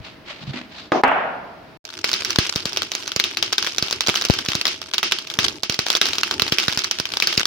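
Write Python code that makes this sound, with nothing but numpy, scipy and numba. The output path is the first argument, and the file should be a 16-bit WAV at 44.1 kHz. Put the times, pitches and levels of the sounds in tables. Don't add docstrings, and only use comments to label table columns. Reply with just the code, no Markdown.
import sys
import numpy as np
from scipy import signal
from scipy.fft import rfft, irfft, next_fast_len
from scipy.io import wavfile
from scipy.ndimage import uniform_filter1d, minimum_filter1d
from numba import njit

SR = 44100
rng = np.random.default_rng(int(sys.argv[2]) if len(sys.argv) > 2 else 0)


def transcribe(u):
    v = np.clip(np.atleast_2d(u).T, -1, 1)
    q = np.round(v * 32767).astype(np.int16)
    wavfile.write(sys.argv[1], SR, q)


N = 329118
T = np.arange(N) / SR
LEAD = 64
KNEE_DB, RATIO = -6, 2.013

# time in seconds, sizzle guide level in dB (small pops are set above
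# it, the bed below it), flame rumble level in dB before flicker.
FIRE = [(1.84, -47, -53), (2.0, -43, -50), (2.23, -29, -40.5), (2.56, -32, -44), (2.87, -39.5, -47.5),
        (4.27, -32, -41), (4.53, -30.5, -49), (4.78, -41, -49), (5.27, -40.5, -49), (5.45, -27.5, -34),
        (5.66, -54, -50.5), (5.94, -24.5, -47.5), (6.41, -34, -36), (6.61, -26, -45.5), (6.97, -41.5, -47),
        (7.46, -22.5, -43.5)]
# frequency in Hz, relative level in dB per Hz.
POP_TONE = [(150, -14.5), (350, 1.5), (730, 2), (1560, 8.5), (1780, -1), (2150, 2), (5400, 3), (8100, -7),
            (14800, -16), (16300, -22)]


def undb(db):
    return 10 ** (np.asarray(db) / 20)


def tone(table, size):
    hz, db = np.transpose(table)
    bins = np.fft.rfftfreq(size, 1 / SR) + 1
    return undb(np.interp(np.log(bins), np.log(hz), db, left=-90, right=db[-1]))


def hiss(gain, alike):
    size = 2 * (gain.shape[-1] - 1)
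    bass = 1 / (1 + (np.fft.rfftfreq(size, 1 / SR) / 710) ** 2)
    alike = np.clip(alike + (.85 - alike) * bass, 0, 1)
    white = rng.standard_normal(gain.shape[:-1] + (2, size))
    mid, side = gain * rfft(white).swapaxes(0, -2)
    mid, side = np.sqrt(1 + alike) * mid, np.sqrt(1 - alike) * side
    out = irfft(np.array([mid + side, mid - side]))
    return out / np.sqrt(np.mean(out ** 2))


def steady(table, alike):
    return hiss(tone(table, next_fast_len(N + 1) * 2), alike)[:, :N]


def walk(rate):
    k = int(SR / rate)
    steps = np.repeat(rng.standard_normal(N // k + 1), k)
    return uniform_filter1d(steps, k)[:N]


def place(s, grains):
    length = grains.shape[2]
    out = np.zeros((2, N + length))
    for k, i in enumerate((np.asarray(s) * SR).astype(int)):
        out[:, i:i + length] += grains[:, k]
    return out[:, :N]


def echo(x, t60_table, colour):
    t, tail = np.arange(65536) / SR, 0
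    bins = np.fft.rfftfreq(len(t), 1 / SR) + 1
    t60_hz, t60_s = np.transpose(t60_table)
    for hz in 90 * 2. ** np.arange(8):
        t60 = np.interp(np.log(hz), np.log(t60_hz), t60_s)
        band = np.clip(1 - np.abs(np.log2(bins / hz)), 0, 1)
        tail = tail + np.sqrt(hz) * hiss(band, 0) * 10 ** (-3 * t / t60)
    onset = np.clip(t / 0.001, 0, 1)
    tail = irfft(rfft(tail) * tone(colour, len(t))) * onset
    tail = tail / np.sqrt(np.sum(tail ** 2) / 2)
    return signal.fftconvolve(x, tail, axes=1)[:, :N]


def at_source(db):
    return db + (RATIO - 1) * np.maximum(db - KNEE_DB, 0)


def cracks(hz, colour, t60_s, ring_db, ring_t60_s, alike):
    t = (np.arange(2048) - LEAD) / SR
    bins = np.fft.rfftfreq(2048, 1 / SR) + 1
    after, rise = np.maximum(t, 0), np.exp(np.minimum(t, 0) / 0.00068)
    hump = .4 + 1 / (1 + (np.log2(bins / hz[:, None]) / .45) ** 2)
    return_s = rng.uniform(.0002, .0007, (len(hz), 1))
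    hump = hump * np.abs(1 + .4 * np.exp(2j * np.pi * bins * return_s))

    bright = np.clip(np.log2(bins / 6000) / 0.36, 0, 1)
    fade = 10 ** (-3 * after / t60_s) + undb(ring_db) * 10 ** (-3 * after / ring_t60_s)
    body = hiss(colour * hump * (1 - 0.67 * bright), alike) * fade
    share = np.sqrt(np.sum((colour * bright) ** 2) / np.sum(colour ** 2))
    tick = hiss(colour * bright * np.ones_like(hump), alike) * 10 ** (-3 * after / (0.84 * t60_s))
    burst = rise * (body + 0.35 * share * tick)

    port_lag_s = .0001 * rng.standard_normal((len(hz), 1)) * np.array([.5, -.5])[:, None, None]
    late = LEAD / SR + .0003 + port_lag_s
    phase = 2j * np.pi * (rng.random((len(hz), 1)) - (bins - 1) * late)
    front = irfft(colour * hump * np.exp(phase))
    front = front / np.abs(front).max(axis=2, keepdims=True)
    burst = burst + undb(13) * rise * front
    return burst / np.abs(burst.mean(axis=0)).max(axis=1, keepdims=True)


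def loud_pops():
    # time in seconds, peak in dB meant after the gain control, centre in Hz, left minus right in dB.
    pops = [(1.8524, -20.5, 5230, -7), (1.903, -23, 3980, 0), (1.933, -26, 5070, -11), (1.99, -20, 4000, 2),
            (2.0436, -1.5, 2820, 4), (2.0472, -6.0, 5050.0, 7), (2.0922, -6, 3680.0, 1.0),
            (2.116, -4, 4310, -4), (2.1316, -2.5, 5040, -1.0), (2.1393, -1.5, 3560, -2),
            (2.2345, -16, 3929, -5), (2.2487, -2, 4960, -4), (2.3063, -3.0, 5500, -5.5),
            (2.36, -2, 4200, 3.0), (2.3873, 3.5, 3800, 4), (2.5598, -3, 4930, 3), (2.6555, -2.5, 5400, 3),
            (2.7317, -10, 5300, -4), (2.763, -11, 3430.0, -2), (2.7726, -3, 3920.0, -1),
            (2.8205, -9, 3360.0, 4), (2.8319, -11.5, 4900, -6), (2.918, -6.5, 5400, 0),
            (2.9378, -16, 3700.0, 7), (2.9517, -5, 5450, -6), (3.0253, -19, 3500, -11),
            (3.0777, -8, 5700, -3.0), (3.1188, -8, 3540.0, 2), (3.1626, -2.0, 5770, -3),
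            (3.1944, -6, 4240.0, -2.0), (3.1994, -0.5, 3400, 2.5), (3.2403, -0.5, 3440, -2),
            (3.3716, -2.5, 3600, 7), (3.4273, -1, 4020, 7.0), (3.5272, -6, 5210.0, -1.0),
            (3.5311, -4.5, 4000, 1), (3.5823, -1, 4200, 1.0), (3.6265, -7, 4700, -1),
            (3.6465, -7, 4600.0, -3.0), (3.666, -9.0, 3100, 7), (3.6724, -7, 2970, 4.0),
            (3.7625, -19, 5300.0, -7), (3.7835, -2, 5450, -4), (3.8254, -1.5, 4960, -1),
            (3.8841, -11, 3350, 4), (3.9106, -5.5, 4900, 0), (3.9276, -5, 4920, 4), (4.008, -4, 4730, -3.0),
            (4.0195, -13.5, 3950.0, -3.0), (4.0646, -6, 4460.0, 0), (4.0723, -4.5, 5010, -4.0),
            (4.0843, -4.0, 3840, -1.0), (4.0921, -3.5, 1860, -3), (4.0981, -4, 3460, 0),
            (4.1422, -8, 2080.0, 6.0), (4.1548, -4, 4850.0, -7), (4.1586, -3.5, 3380, 5),
            (4.1725, -6, 3450, 2.0), (4.213, -9.5, 4960.0, 0), (4.222, -4.5, 4060.0, -2),
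            (4.2511, -1, 5650, 0.0), (4.2865, -2.5, 4430, -4.0), (4.2996, 0, 1670.0, -3),
            (4.307, -2, 4170.0, 3), (4.338, -4, 3780.0, 2), (4.3888, -6, 3230.0, -1),
            (4.4618, -7, 3170.0, -2.0), (4.4867, -1.5, 4250.0, -0.5), (4.5035, -13, 4600, 3),
            (4.5528, -2.0, 5100, -4.5), (4.6134, -6, 3500, 2), (4.6544, -1.5, 3300, 3.0),
            (4.6686, -1.5, 4180.0, -1), (4.6798, -3, 4130, -1), (4.8169, -16, 4150, -7),
            (4.9372, -7.5, 3280, 5), (4.943, -4.5, 3960.0, -4), (4.9822, -2.5, 3550.0, -2),
            (5.0303, 3, 1680, 0.0), (5.1131, -6.5, 3550.0, 2.0), (5.1218, -0.5, 3060, -1.0),
            (5.1869, -10, 3320, -3), (5.2732, -18, 5330.0, -4), (5.301, -10.5, 3040, 9.0),
            (5.3397, -14, 4000, -5), (5.3896, 2, 2625, 2), (5.4, -9, 3780.0, -2), (5.4833, -10, 4140.0, -8),
            (5.634, -3, 5440, -5), (5.6975, -1.5, 4000, -5), (5.7234, -10, 4770.0, -4.0),
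            (5.7432, -6.5, 4750, -2), (5.7913, -1, 5250, -0.5), (5.8663, -5, 3270, 5.0),
            (5.8847, -7.5, 4810.0, -11), (5.903, -1.5, 4170, 4.5), (5.9291, -4.5, 5260.0, -4.0),
            (5.952, -1.0, 3400, -2), (5.9636, -13, 4430, -4), (5.9702, -4, 5230, -8),
            (6.0149, 3.5, 3540, -2), (6.0563, -3, 3420.0, 1), (6.0676, -5.5, 4770, -5),
            (6.087, -6.5, 4830, 0.0), (6.1333, -5.0, 3940, 2.0), (6.1548, -9, 2940.0, 6),
            (6.1837, -4, 3900, -1), (6.2336, -1.5, 2745, -1), (6.3118, -4, 3770.0, -0.5),
            (6.3973, -1.5, 3290, -0.5), (6.4204, -1, 4130, -7), (6.48, -7.5, 3200.0, 3),
            (6.5229, 0.0, 3600, 1), (6.5848, 1.5, 3206, -1.5), (6.5998, -3.5, 3820.0, -1.0),
            (6.6329, -9.5, 2240, -2.0), (6.6497, -12, 3310.0, 6.0), (6.6824, -3.5, 3970, -5),
            (6.6947, -7.5, 2690.0, 0.0), (6.7261, -7.5, 3590.0, 1), (6.775, -2, 4920, 2),
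            (6.7911, -4.5, 5200, -11), (6.8386, -12, 3950.0, 5), (6.844, -5, 5260, -3.0),
            (6.9126, -3.5, 5060, -2), (6.987, -10, 4140.0, 1), (7, -6.5, 4660, -5), (7.0552, -10, 2900, 1),
            (7.1212, -15, 4190.0, 0.0), (7.1383, -8, 2920, 4), (7.171, -4, 4580, -3.0),
            (7.2016, -1, 4700, 7), (7.224, 3, 2500.0, 4), (7.2726, 1.5, 4840, -1),
            (7.3268, -6.0, 3260, 2.0), (7.3398, -9.5, 3660, 4), (7.3775, -1, 3970, 0),
            (7.3963, -4.5, 5510.0, -1), (7.4554, 1, 5040, -0.5)]
    # frequency in Hz, echo decay time t60 in seconds.
    balcony_t60 = [(300, 0.28), (1200, 0.13), (4000, 0.37), (12000, 0.028)]
    # frequency in Hz, relative echo level in dB per Hz.
    balcony_tone = [(150, -5.5), (350, 1.5), (700, -8), (1300, 3), (1780, 3), (5400, 4), (7800, -16),
                    (16300, -2.5)]
    s, db, hz, pan_db = np.transpose(pops)
    size = undb(at_source(db) + np.array([pan_db, -pan_db]) / 2)[:, :, None]
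    burst = cracks(hz, tone(POP_TONE, 2048), t60_s=0.0045, ring_db=-7, ring_t60_s=0.035, alike=0.64)
    near = place(s - LEAD / SR, size * burst)
    wall = int(0.008 * SR)
    near[:, wall:] += undb(-20.5) * uniform_filter1d(near[::-1, :-wall], size=3)
    echo_db = 22 - 15.5 + 0.87 * at_source(db)
    sent = place(s, undb(echo_db)[:, None] * np.ones((2, 1, 1)))
    return near + echo(sent, balcony_t60, balcony_tone)


def thump(push_hz, port_hz):
    t = np.arange(2048) / SR
    push = -t * np.exp(-2 * np.pi * push_hz[:, None] * t)
    push = signal.sosfilt(signal.butter(2, port_hz, "high", fs=SR, output="sos"), push)
    return push / np.abs(push).max(axis=1, keepdims=True)


def gas_puffs():
    # time in seconds, peak in dB meant after the gain control (before the lean), quickness in Hz.
    puffs = [(2.3868, 2, 300), (2.5598, -9.5, 326), (2.6573, -13.5, 314), (3.164, -13.5, 304),
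             (3.8258, -10, 306), (4.0849, -7, 710), (4.0941, -6, 700), (4.2994, 3, 370), (4.4869, -9, 318),
             (4.553, -10, 306), (5.388, -5, 420), (5.697, -10, 302), (5.791, -11, 298), (6.422, -12.5, 304),
             (6.523, -6.5, 306), (6.683, -11, 302), (6.774, -13.5, 307), (7.0, -17, 300), (7.3774, -6, 326)]
    s, db, hz = np.transpose(puffs)
    lean_db = np.array([3.2, -3.2])[:, None, None] * rng.standard_normal((len(s), 1))
    return place(s, undb(at_source(db)[:, None] + lean_db) * thump(hz, 96))


def small_pops():
    when, sizzle_db, _ = np.transpose(FIRE)
    span_s = when[-1] - when[0]
    spot, luck, pitch, side = rng.random((int(130 * span_s), 4)).T
    s = when[0] + spot * span_s
    excess_db = np.minimum(-3.5 * np.log(luck), 8)
    pan_db = 6 * (side - .5) * np.array([[1], [-1]])
    cluster_db = 3.5 * walk(16)[(s * SR).astype(int)]
    db = np.interp(s, when, sizzle_db) + 9.5 + excess_db + pan_db + cluster_db
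    burst = cracks(1900 * 3.5 ** pitch, tone(POP_TONE, 2048), t60_s=0.00081, ring_db=-2,
                   ring_t60_s=0.019, alike=0.18)
    return place(s, undb(db)[:, :, None] * burst)


def sizzle():
    when, sizzle_db, _ = np.transpose(FIRE)
    flicker_db = 3.7 * walk(43) + 2.9 * walk(7.6) + 3.3 * walk(500)
    return steady(POP_TONE, 0.13) * undb(np.interp(T, when, sizzle_db) - 11.5 + flicker_db)


def flame():
    # frequency in Hz, relative level in dB per Hz.
    flame_tone = [(18, -47), (30, -30), (86, 7), (166, -3), (362, 8), (700, -18.5), (910, 0), (1540, -120)]
    when, _, flame_db = np.transpose(FIRE)
    flutter_db = 4.4 * walk(25) + 2.5 * walk(8)
    return steady(flame_tone, 1.0) * undb(np.interp(T, when, flame_db) + flutter_db)


def coals():
    return loud_pops() + gas_puffs() + small_pops() + sizzle() + flame()


def tray():
    # frequency in Hz, relative level in dB per Hz.
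    rustle_tone = [(500, 7), (1700, 4), (4400, 4), (7400, -14.5), (16300, -54)]
    # middle in seconds, length in seconds, level in dB, centre in Hz.
    swishes = [(0.067, .1, -37, 2860), (0.308, .11, -33, 2380), (0.419, 0.057, -40, 3540),
               (0.491, 0.079, -37, 3500), (0.543, 0.03, -32, 1950), (0.582, 0.093, -33, 2210),
               (0.743, 0.12, -40.5, 2860), (0.8, 0.13, -36.5, 4050)]
    # start in seconds, level in dB, pitch in Hz, t60 in seconds.
    thuds = [(.001, -30, 91, 0.064), (0.414, -39, 153, 0.55), (0.477, -23, 134.4, 0.16),
             (0.537, -29, 246, 0.23), (0.574, -42, 250, 0.7)]
    # time in seconds, peak in dB, centre in Hz.
    edge_ticks = [(0.535, -22, 1700), (0.5385, -32, 2500), (0.574, -24, 2000)]
    out, t = 0, np.arange(8192) / SR
    bins = np.fft.rfftfreq(8192, 1 / SR) + 1
    rustle = tone(rustle_tone, 8192)
    for s, length, db, hz in swishes:
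        colour = rustle * (0.92 + 1 / (1 + (np.log2(bins / hz) / .5) ** 2))
        stroke = t / length - .5
        swell = np.where(stroke < 0, np.exp(-(stroke / 0.34) ** 2), np.exp(-stroke / 0.43))
        out = out + place([s - length / 2], (undb(db) * hiss(colour, 0.1) * swell)[:, None])
    for s, db, hz, t60 in thuds:
        scrape = hiss(rustle, 0.38) * np.exp(-t / 0.0015)
        dull = hiss(1 / (1 + (np.log2(bins / hz) / 0.52) ** 4), 0.74)
        ring = np.sin(2 * np.pi * hz * t) + 0.5 * scrape + 0.98 * dull
        fade = np.clip(t / 0.0021, 0, 1) * 10 ** (-3 * t / t60)
        out = out + place([s], (undb(db) * ring * fade)[:, None])
    s, db, hz = np.transpose(edge_ticks)
    burst = cracks(hz, tone(rustle_tone, 2048), t60_s=0.006, ring_db=2, ring_t60_s=0.04, alike=0.3)
    ticks = place(s - LEAD / SR, undb(db)[:, None] * burst)
    return out * undb(2.5 * walk(150) + 2.5 * walk(400)) + ticks


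def bangs():
    # time in seconds, peak in dB meant after the gain control, crack centre in Hz, echo share in dB.
    blows = [(0.9202, 0.5, 686, -1.5), (1.0364, 5, 1010, -7)]
    # frequency in Hz, relative echo level in dB per Hz.
    echo_tones = [
        [(100, -27), (271, -0.5), (1050, -3), (1360, -12), (5920, -28), (9000, -57)],
        [(60, -45), (255, -10), (328, -17.5), (669, -0.5), (1000, -2), (1400, -2), (2600, -10), (9000, -64)],
    ]
    # pitch in Hz, usual level in dB re blow, t60 in seconds.
    modes = [(268.5, -30.5, 0.28), (652, -36.5, 0.73), (750, -33.5, 0.56), (820, -28.5, 0.18),
             (1270, -15, 0.066)]
    # delay in seconds, gain in dB before the band filter.
    slaps = [(0.012, -10.5), (0.079, -16.5), (.09, -29)]
    # frequency in Hz, echo decay time t60 in seconds.
    yard_t60 = [(100, 1.6), (300, 1.22), (800, 1.07), (2000, 0.78), (4000, 0.71)]
    out, t = 0, np.arange(32768) / SR
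    bins = np.fft.rfftfreq(2048, 1 / SR) + 1
    colour = (bins / 150) ** 2 / (1 + (bins / 150) ** 2) / (1 + (bins / 1700) ** 2.6)
    choke = undb(np.interp(T, (1.016, 1.1)[::-1], (0, -17.5)))
    for (s, db, hz, wet_db), echo_tone in zip(blows, echo_tones):
        level = undb(at_source(db))
        blow = level * cracks(np.array([hz]), colour, t60_s=0.032, ring_db=-0.45, ring_t60_s=0.038, alike=0.77)
        ring = 0
        for f, mode_db, t60 in modes:
            gain = undb(mode_db + 4.4 * rng.standard_normal((2, 1, 1)))
            ring = ring + gain * np.sin(2 * np.pi * f * t) * 10 ** (-3 * t / t60)
        spike = place([s], undb(at_source(db) + wet_db + 15.5) * np.ones((2, 1, 1)))
        out = out * choke + place([s - LEAD / SR], blow) + place([s], level * ring)
        out = out + echo(spike, yard_t60, echo_tone)
    slap = uniform_filter1d(blow[::-1], size=9) - uniform_filter1d(blow[::-1], size=70)
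    for late, loss_db in slaps:
        out = out + place([s + late], undb(loss_db) * slap)
    return out


def yard():
    # frequency in Hz, relative level in dB per Hz.
    yard_tone = [(30, -9), (150, -2.5), (300, -1), (420, -6.5), (750, -10), (2000, -13), (5000, -22.5),
                 (7500, -40), (16300, -38.5)]
    return undb(-44.5 + 0.27 * walk(31.0)) * steady(yard_tone, 0.13)


def hum():
    hz = 641 * (1 + .003 * walk(12))
    return undb(-54.5 + walk(8.4)) * np.sin(2 * np.pi * np.cumsum(hz) / SR)


def scene():
    far = tray() + bangs() + yard()
    steady_hum = hum()
    return (far + steady_hum) * (T < 1.773) + (coals() + steady_hum) * (T > 1.842)


@njit
def recover(cut_db, keep):
    out, held = np.empty(len(cut_db)), 0.
    for i in range(len(cut_db)):
        held = max(cut_db[i], held * keep)
        out[i] = held
    return out


def record(dry):
    ahead_s, attack_s, release_s = 0.019, 0.015, 0.027
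    level_db = 20 * np.log10(np.abs(dry.mean(axis=0)) + 1e-9)
    over_db = np.maximum(level_db - KNEE_DB, 0)
    ahead = int(ahead_s * SR)
    cut_db = -minimum_filter1d(-over_db * (1 - 1 / RATIO), ahead, origin=-(ahead // 2))
    cut_db = recover(cut_db[::-1].copy(), np.exp(-1 / (attack_s * SR)))[::-1].copy()
    cut_db = uniform_filter1d(recover(cut_db, np.exp(-1 / (release_s * SR))), size=96)
    dry = dry + np.array([[.12], [-.12]]) * np.diff(dry, 2, prepend=0, append=0)
    dry = signal.sosfilt(signal.butter(1, 30, "high", fs=SR, output="sos"), dry)
    low = signal.ellip(10, .2, 70, 16300, fs=SR, output="sos")
    return signal.sosfilt(low, np.clip(dry * undb(-cut_db), -1, 1))


dry = scene()
out = record(dry)
transcribe(out)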